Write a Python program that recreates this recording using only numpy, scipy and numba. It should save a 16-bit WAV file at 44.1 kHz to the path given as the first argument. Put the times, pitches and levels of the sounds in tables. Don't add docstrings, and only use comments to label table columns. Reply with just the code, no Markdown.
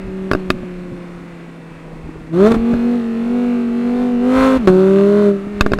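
import sys
import numpy as np
from scipy import signal
from scipy.fft import rfft, irfft
from scipy.io import wavfile
from scipy.ndimage import uniform_filter1d, map_coordinates
from numba import njit

SR = 44100
rng = np.random.default_rng(int(sys.argv[2]) if len(sys.argv) > 2 else 0)


def bounce(signal):
    frames = np.transpose(np.atleast_2d(signal))
    limited = np.clip(frames, -1, 1)
    pcm = np.round(limited * 32767).astype(np.int16)
    wavfile.write(sys.argv[1], SR, pcm)


N = 255339

# time in s, firing rate in Hz, firing note in dB rms before flutter, relative gas rush in dB.
ENGINE = [
    [(0.01, 191.7, -30.5, -60), (0.11, 188.6, -26.5, -59.5), (0.27, 190.7, -25.5, -56),
     (0.6, 182, -29, -58.5), (0.9, 177.1, -30.5, -59.5), (1.25, 171.9, -35, -60), (1.7, 164.5, -38.5, -65),
     (2.05, 159.9, -36.5, -65), (2.28, 159.5, -36.5, -65)],
    [(2.31, 162, -29, -78), (2.338, 164.2, -20, -49), (2.43, 202.1, -11.5, -41.5),
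     (2.472, 219.1, -11, -34.5), (2.5, 230.9, -11.5, -42.5), (2.522, 229.5, -8, -33.5),
     (2.536, 224.2, -19.5, -45.5), (2.546, 226.7, -13.5, -36.5), (2.57, 224.9, -18.5, -49)],
    [(2.62, 230.9, -15.5, -52), (2.72, 237.1, -12, -46.5), (2.78, 234, -17.2, -50.5),
     (2.87, 238.6, -13.5, -50), (2.96, 241.0, -15, -49.5), (3.02, 231, -19.0, -52.5),
     (3.17, 228.5, -19, -54), (3.36, 243.3, -15.5, -50.5), (3.48, 242.9, -15.5, -50.2),
     (3.7, 235.3, -17.5, -53), (3.9, 242.3, -15.5, -50), (4.04, 247.7, -15.5, -48), (4.19, 240, -15, -54.5),
     (4.27, 250.4, -13, -45.5), (4.38, 262.4, -12, -35), (4.46, 264.4, -12, -34), (4.573, 260.4, -12, -40)],
    [(4.582, 252.3, -32, -47), (4.594, 247.4, -18, -53), (4.66, 195.3, -17, -48), (4.668, 192.9, -21, -60)],
    [(4.68, 186.3, -11, -33), (4.714, 184.4, -14.5, -44), (5.2, 207.1, -14, -44.5),
     (5.29, 201.8, -13.5, -44.5), (5.324, 199.7, -17, -52), (5.402, 195.4, -26, -55),
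     (5.506, 207.0, -27.5, -57), (5.58, 203.1, -24.5, -54)],
]
# frequency in Hz, level in dB.
PIPE = [(320, -11), (380, -11.5), (420, -14.5), (455, -23), (473, -30), (488, -25), (530, -23.5),
        (610, -25), (660, -24.5), (705, -44), (735, -32.5), (790, -49), (1000, -43.5), (1060, -40),
        (1320, -42.5), (1600, -50), (1850, -59), (2110, -59.5), (2640, -60)]
# frequency in Hz, lag in radians.
PIPE_LAG = [(440, 1.5), (475, .2), (540, .2), (560, 2.)]
# multiple of the five-firing pattern rate, relative level in dB.
UNEVEN = [(1, -19), (2, -16), (3, -14.5), (4, -4), (6, -12), (7, -14.5), (8, -0.5), (9, -6.5), (11, -12.5),
          (12, -30), (13, -19), (14, -10.5), (16, -17), (18, -15)]
CYLINDER_DB = [0., -4., -2., -1., -5.]
# centre in Hz, width in Hz, relative gain in dB.
RASP = [(610, 130, -3), (1084, 310, -1.5), (1252, 240, 1.5), (1510, 363, -6), (2215, 600, -16.5)]
# frequency in Hz, relative density in dB per Hz.
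GAS = [(2500, -25.5), (4000, 0.5), (4800, -6), (5800, -3.5), (7000, -4.5), (8900, -5.5), (11000, -12),
       (15900, -18)]
# centre in Hz, width in Hz, relative gain in dB.
EDGE = [(2600, 500, 0), (3580, 280, 4), (4200, 300, 1.5)]
# frequency in Hz, relative density in dB per Hz.
CLATTER = [(400, -21.5), (700, -3.5), (1100, -0.5), (2000, -1), (2700, -1.5), (3500, -20.5), (5000, -20.5),
           (9000, -36)]
# multiple of the pattern rate, peak level in dB before flutter.
ORDER_TONES = [(15, -49), (30, -57), (32, -61), (34, -60), (42, -63), (48, -62), (59, -65), (70, -65)]
# start in s, then relative levels in dB of the blast, its crack, top snap, microphone swing.
POPS = [(0.3141, -7.5, -3.5, -28, -30), (0.3339, -9.5, -9, -22.5, -58), (0.35, -8, -13.5, -35, -48),
        (0.503, -6.5, -2.5, -14.5, -35), (2.518, -8.5, -23, -30, -46), (2.739, -11.5, -17, -35, -38),
        (4.674, -4, -12, -27.5, -33), (5.609, -7, 0.5, -8, -16.5), (5.619, -16, -8, -27, -56),
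        (5.663, -7.5, -9, -34, -50), (5.719, -7.5, -20, -29.5, -47.5), (5.735, -7.5, -5, -26, -35),
        (5.787, -16, -7.5, -24, -34)]
# mean frequency in Hz, relative level in dB, 60 dB decay in s.
POP_MODES = [(130, -19.5, 0.18), (277.3, -2.5, 0.14), (395, 11, 0.027), (604, 7.5, 0.022), (1174, 2, 0.028),
             (1430, 7, 0.013), (1625, 12.5, 0.014), (2660, 0.5, 0.016), (3750, -11, 0.027),
             (4590, 1.5, 0.0095), (5180, -16, 0.014), (6440, -29, 0.023), (10497, -48, .008)]
# start in s, relative level in dB, pitch in Hz.
BURBLES = [(0.07, -19, 188), (0.548, -8, 172), (0.631, -6.5, 207.2), (0.92, -10, 146.7), (2.042, -17, 74.9),
           (2.089, -12.5, 296), (2.54, 2, 240), (2.564, 0, 240.9), (2.733, 1.5, 240), (2.958, -21, 237.7),
           (4.574, -23, 232.1), (4.7, -2, 200.5), (5.469, -8, 198.5)]
# frequency in Hz, relative density in dB per Hz.
ROAD = [(15, -14.5), (25, 11), (45, -7.5), (90, -31), (140, -2.5), (250, 0.5), (400, -5), (650, -11),
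        (1100, -18), (2100, -20), (4000, -34), (8600, -39), (15500, -48)]
# start in s, relative gain in dB.
THUMPS = [(0.037, -18.5), (0.189, -33.5), (0.482, -17), (0.8, -44), (1.139, -37), (1.759, -30),
          (2.028, -21.5), (2.149, -21), (2.397, -19), (2.549, -12), (2.726, -23), (2.944, -38),
          (4.357, -13), (4.552, -13), (4.666, -23), (5.539, -20), (5.689, -19), (5.759, -26)]

MIDDLE_NOTE_DB, MIDDLE_GAS_DB = -15, -45
# dB per dB of note, dB per dB of gas.
OCTAVE_LAW, THIRD_LAW, UPPER_LAW = (1.404, 0.15), (1.66, 0.29), (0.033, 1.594)
UNEVEN_LAW, RASP_LAW = (-30.5, 0.82, 0.16), (-32, 0.062, 1.07)
IGNITION_CUT_S, IGNITION_CUT_DB = (4.575, 4.671), -12
CLATTER_DB = -45.5
SECOND_PIPE_S = 0.000786
# from-to s, mean dB, mean Hz, thuds.
GURGLE_S, GURGLE_DB, GURGLE_HZ, GURGLE_COUNT = (2.05, 2.29), -23, 330, 12
ROAD_DB = -37
RUMBLE_DB, THUMP_RISE_S, THUMP_FADE_S = -48.5, 0.0092, 0.047
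TOP_HZ = 15950


def undb(db):
    return 10 ** (np.asarray(db) / 20)


def level(x, db):
    return x * undb(db) / np.sqrt(np.mean(x ** 2))


@njit
def svf(x, hz, width):
    y, band, low = np.empty(len(x)), 0., 0.
    g, damping = np.tan(np.pi * hz / SR), width / hz
    for i in range(len(x)):
        v = (band + g * (x[i] - low)) / (1 + g * (g + damping))
        band, low, y[i] = 2 * v - band, low + 2 * g * v, damping * v
    return y


def resonate(x, peaks):
    return sum((-1) ** k * undb(db) * svf(x, 1. * hz, 1. * width)
               for k, (hz, width, db) in enumerate(peaks))


def walk(rate):
    k = int(SR / rate)
    held = np.repeat(rng.standard_normal(N // k + 1), k)
    return 1.3 * uniform_filter1d(uniform_filter1d(held, k), k)[:N]


def coloured(points, x):
    hz, db = np.transpose(points)
    log_f = np.log(np.fft.rfftfreq(N, 1 / SR) + 1)
    return level(irfft(rfft(x) * undb(np.interp(log_f, np.log(hz), db)), N), 0)


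def ring(hz, t60, t):
    return np.sin(2 * np.pi * hz * t) * np.exp(-np.log(1000) * t / t60)


def soften(x, size):
    return uniform_filter1d(uniform_filter1d(x, size=size), size=size)


def repeating(turns, hold_s):
    size = 768
    age = np.arange(N) / SR / hold_s
    faces = rng.standard_normal((40, size))
    place = turns / len(CYLINDER_DB) % 1 * size
    return map_coordinates(faces, [np.minimum(age, 39), place], order=1, mode="grid-wrap")


def engine():
    s, *columns = np.concatenate(ENGINE).T
    hz, note, gas_db = (np.interp(np.arange(N) / SR, s, c) for c in columns)
    turns = np.cumsum(hz * (1 + .001 * walk(40))) / SR

    def swing(by_note, by_gas):
        return by_note * (note - MIDDLE_NOTE_DB) + by_gas * (gas_db - MIDDLE_GAS_DB)

    uneven_db, rasp_db = (db + swing(*law) for db, *law in (UNEVEN_LAW, RASP_LAW))
    return (firing(turns, hz, note, swing) + uneven_lines(turns, uneven_db)
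            + exhaust_gas(turns, rasp_db, gas_db) + clatter(turns, hz) + order_tones(turns))


def firing(turns, hz, note, swing):
    t = np.arange(N) / SR
    cut = IGNITION_CUT_DB * ((t > IGNITION_CUT_S[0]) & (t < IGNITION_CUT_S[1]))
    levels = [note]
    for k, law in enumerate([OCTAVE_LAW, THIRD_LAW] + [UPPER_LAW] * 7, start=2):
        levels.append(cut + np.interp(k * hz, *np.transpose(PIPE)) + swing(*law))
    out = 0
    for k, db in enumerate(levels, start=1):
        lag = (k > 1) * np.interp(k * hz, *np.transpose(PIPE_LAG))
        flutter = 0.57 * walk(60)
        out = out + np.sqrt(2) * undb(db + flutter) * np.cos(2 * np.pi * k * turns - lag)
    return out


def uneven_lines(turns, uneven_db):
    out = 0
    for order, db in UNEVEN:
        angle = 2 * np.pi * (turns * order / len(CYLINDER_DB) + rng.random()) + 0.21 * walk(25)
        out = out + np.sqrt(2) * undb(uneven_db + db + 2.0 * walk(39)) * np.cos(angle)
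    return out


def exhaust_gas(turns, rasp_db, gas_db):
    count = turns.astype(int)
    firings = count[-1] + 1
    size_db = np.resize(CYLINDER_DB, firings) + 1.2 * rng.standard_normal(firings)
    puff = undb(size_db)[count] * np.exp(-(turns - count) / .5)
    rush = repeating(turns, .2) + .55 * rng.standard_normal(N)
    blow = puff * rush
    hiss = level((0.66 + puff) * coloured(GAS, rng.standard_normal(N)), -6.5)
    tips = level(resonate(blow + 0.45 * rush, EDGE), -0.11)
    rasp = level(resonate(blow, RASP), -0.21)
    return undb(rasp_db) * rasp + undb(gas_db) * (hiss + tips)


def clatter(turns, hz):
    return level(coloured(CLATTER, repeating(turns, .35)), CLATTER_DB) * (hz / 200) ** 3.0


def order_tones(turns):
    out, waver = 0, .4 * walk(25)
    for order, db in ORDER_TONES:
        angle = 2 * np.pi * turns * order / len(CYLINDER_DB) + waver
        out = out + undb(db + 3 * walk(3.4)) * np.cos(angle)
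    return out


def backfires():
    lead = 32
    out, t = np.zeros(N + SR), np.arange(-lead, SR // 4) / SR
    on = t >= 0
    chance = rng.standard_normal((len(POPS), len(POP_MODES)))
    mic_swing = on * (1 - np.exp(-t / .002)) * (.7 * np.exp(-t / .04) - 1.9 * np.exp(-t / .009))
    for (s, db, crack_db, snap_db, swing_db), jitter in zip(POPS, chance):
        modes = [(hz, on * undb(gain) * ring(hz * (1 + .03 * j), t60, t))
                 for (hz, gain, t60), j in zip(POP_MODES, jitter)]
        low = soften(sum(m for hz, m in modes if hz < 800), size=20)
        crack = undb(crack_db) * soften(sum(m for hz, m in modes if 800 <= hz < 2200), size=6)
        snap = undb(snap_db + 16.0) * sum(m for hz, m in modes if hz >= 2200)
        high = crack + snap
        high = high + 1.33 * np.interp(t - SECOND_PIPE_S, t, high, left=0)
        hiss = on * svf(rng.standard_normal(len(t)), 1500., 1700.0) * np.exp(-t / 0.0091)
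        hiss = hiss * undb(crack_db - 2.0)
        blast = undb(db - 7.0) * (low + high + hiss)
        start = int(s * SR)
        out[start:start + len(t)] += blast + undb(swing_db + 15.5) * mic_swing
    return out[lead:N + lead]


def burbles():
    out, t = np.zeros(N + SR), np.arange(SR // 8) / SR
    chance = rng.standard_normal((GURGLE_COUNT, 3))
    times = np.linspace(*GURGLE_S, GURGLE_COUNT) + .006 * chance[:, 0]
    gurgle = zip(times, GURGLE_DB + 3 * chance[:, 1], GURGLE_HZ * (1 + .2 * chance[:, 2]))
    for s, db, hz in [*BURBLES, *gurgle]:
        thud = ring(hz, 0.028, t) + 0.23 * ring(2.9 * hz, 0.021, t)
        thud = thud * (1 - np.exp(-t / 0.0022))
        start = int(s * SR)
        out[start:start + len(t)] += undb(db) * thud
    return out[:N]


def road():
    noise = coloured(ROAD, rng.standard_normal(N))
    bands = 0
    for hz in 30. * 2 ** np.arange(9.):
        depth_db = min(3., 1500 / hz)
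        bands = bands + undb(depth_db * walk(9)) * svf(noise, hz, hz * .7)
    lumps = svf(svf(rng.standard_normal(N), 40., 70.), 35., 90.) * undb(2.4 * walk(14))
    return level(bands, ROAD_DB) + level(lumps, -6) * thumps()


def thumps():
    t = np.arange(N) / SR
    out = undb(RUMBLE_DB) * undb(1.0 * walk(7.4))
    for s, db in THUMPS:
        age = np.maximum(t - s, 0)
        out = out + undb(db) * (1 - np.exp(-age / THUMP_RISE_S)) * np.exp(-age / THUMP_FADE_S)
    return out


def scene():
    return (engine() + backfires() + burbles() + road())[None]


def record(dry):
    clipped = np.clip(dry, -.98, .98)
    low_pass = signal.ellip(10, .2, 80, TOP_HZ, fs=SR, output="sos")
    return signal.sosfilt(low_pass, clipped)


dry = scene()
out = record(dry)
bounce(out)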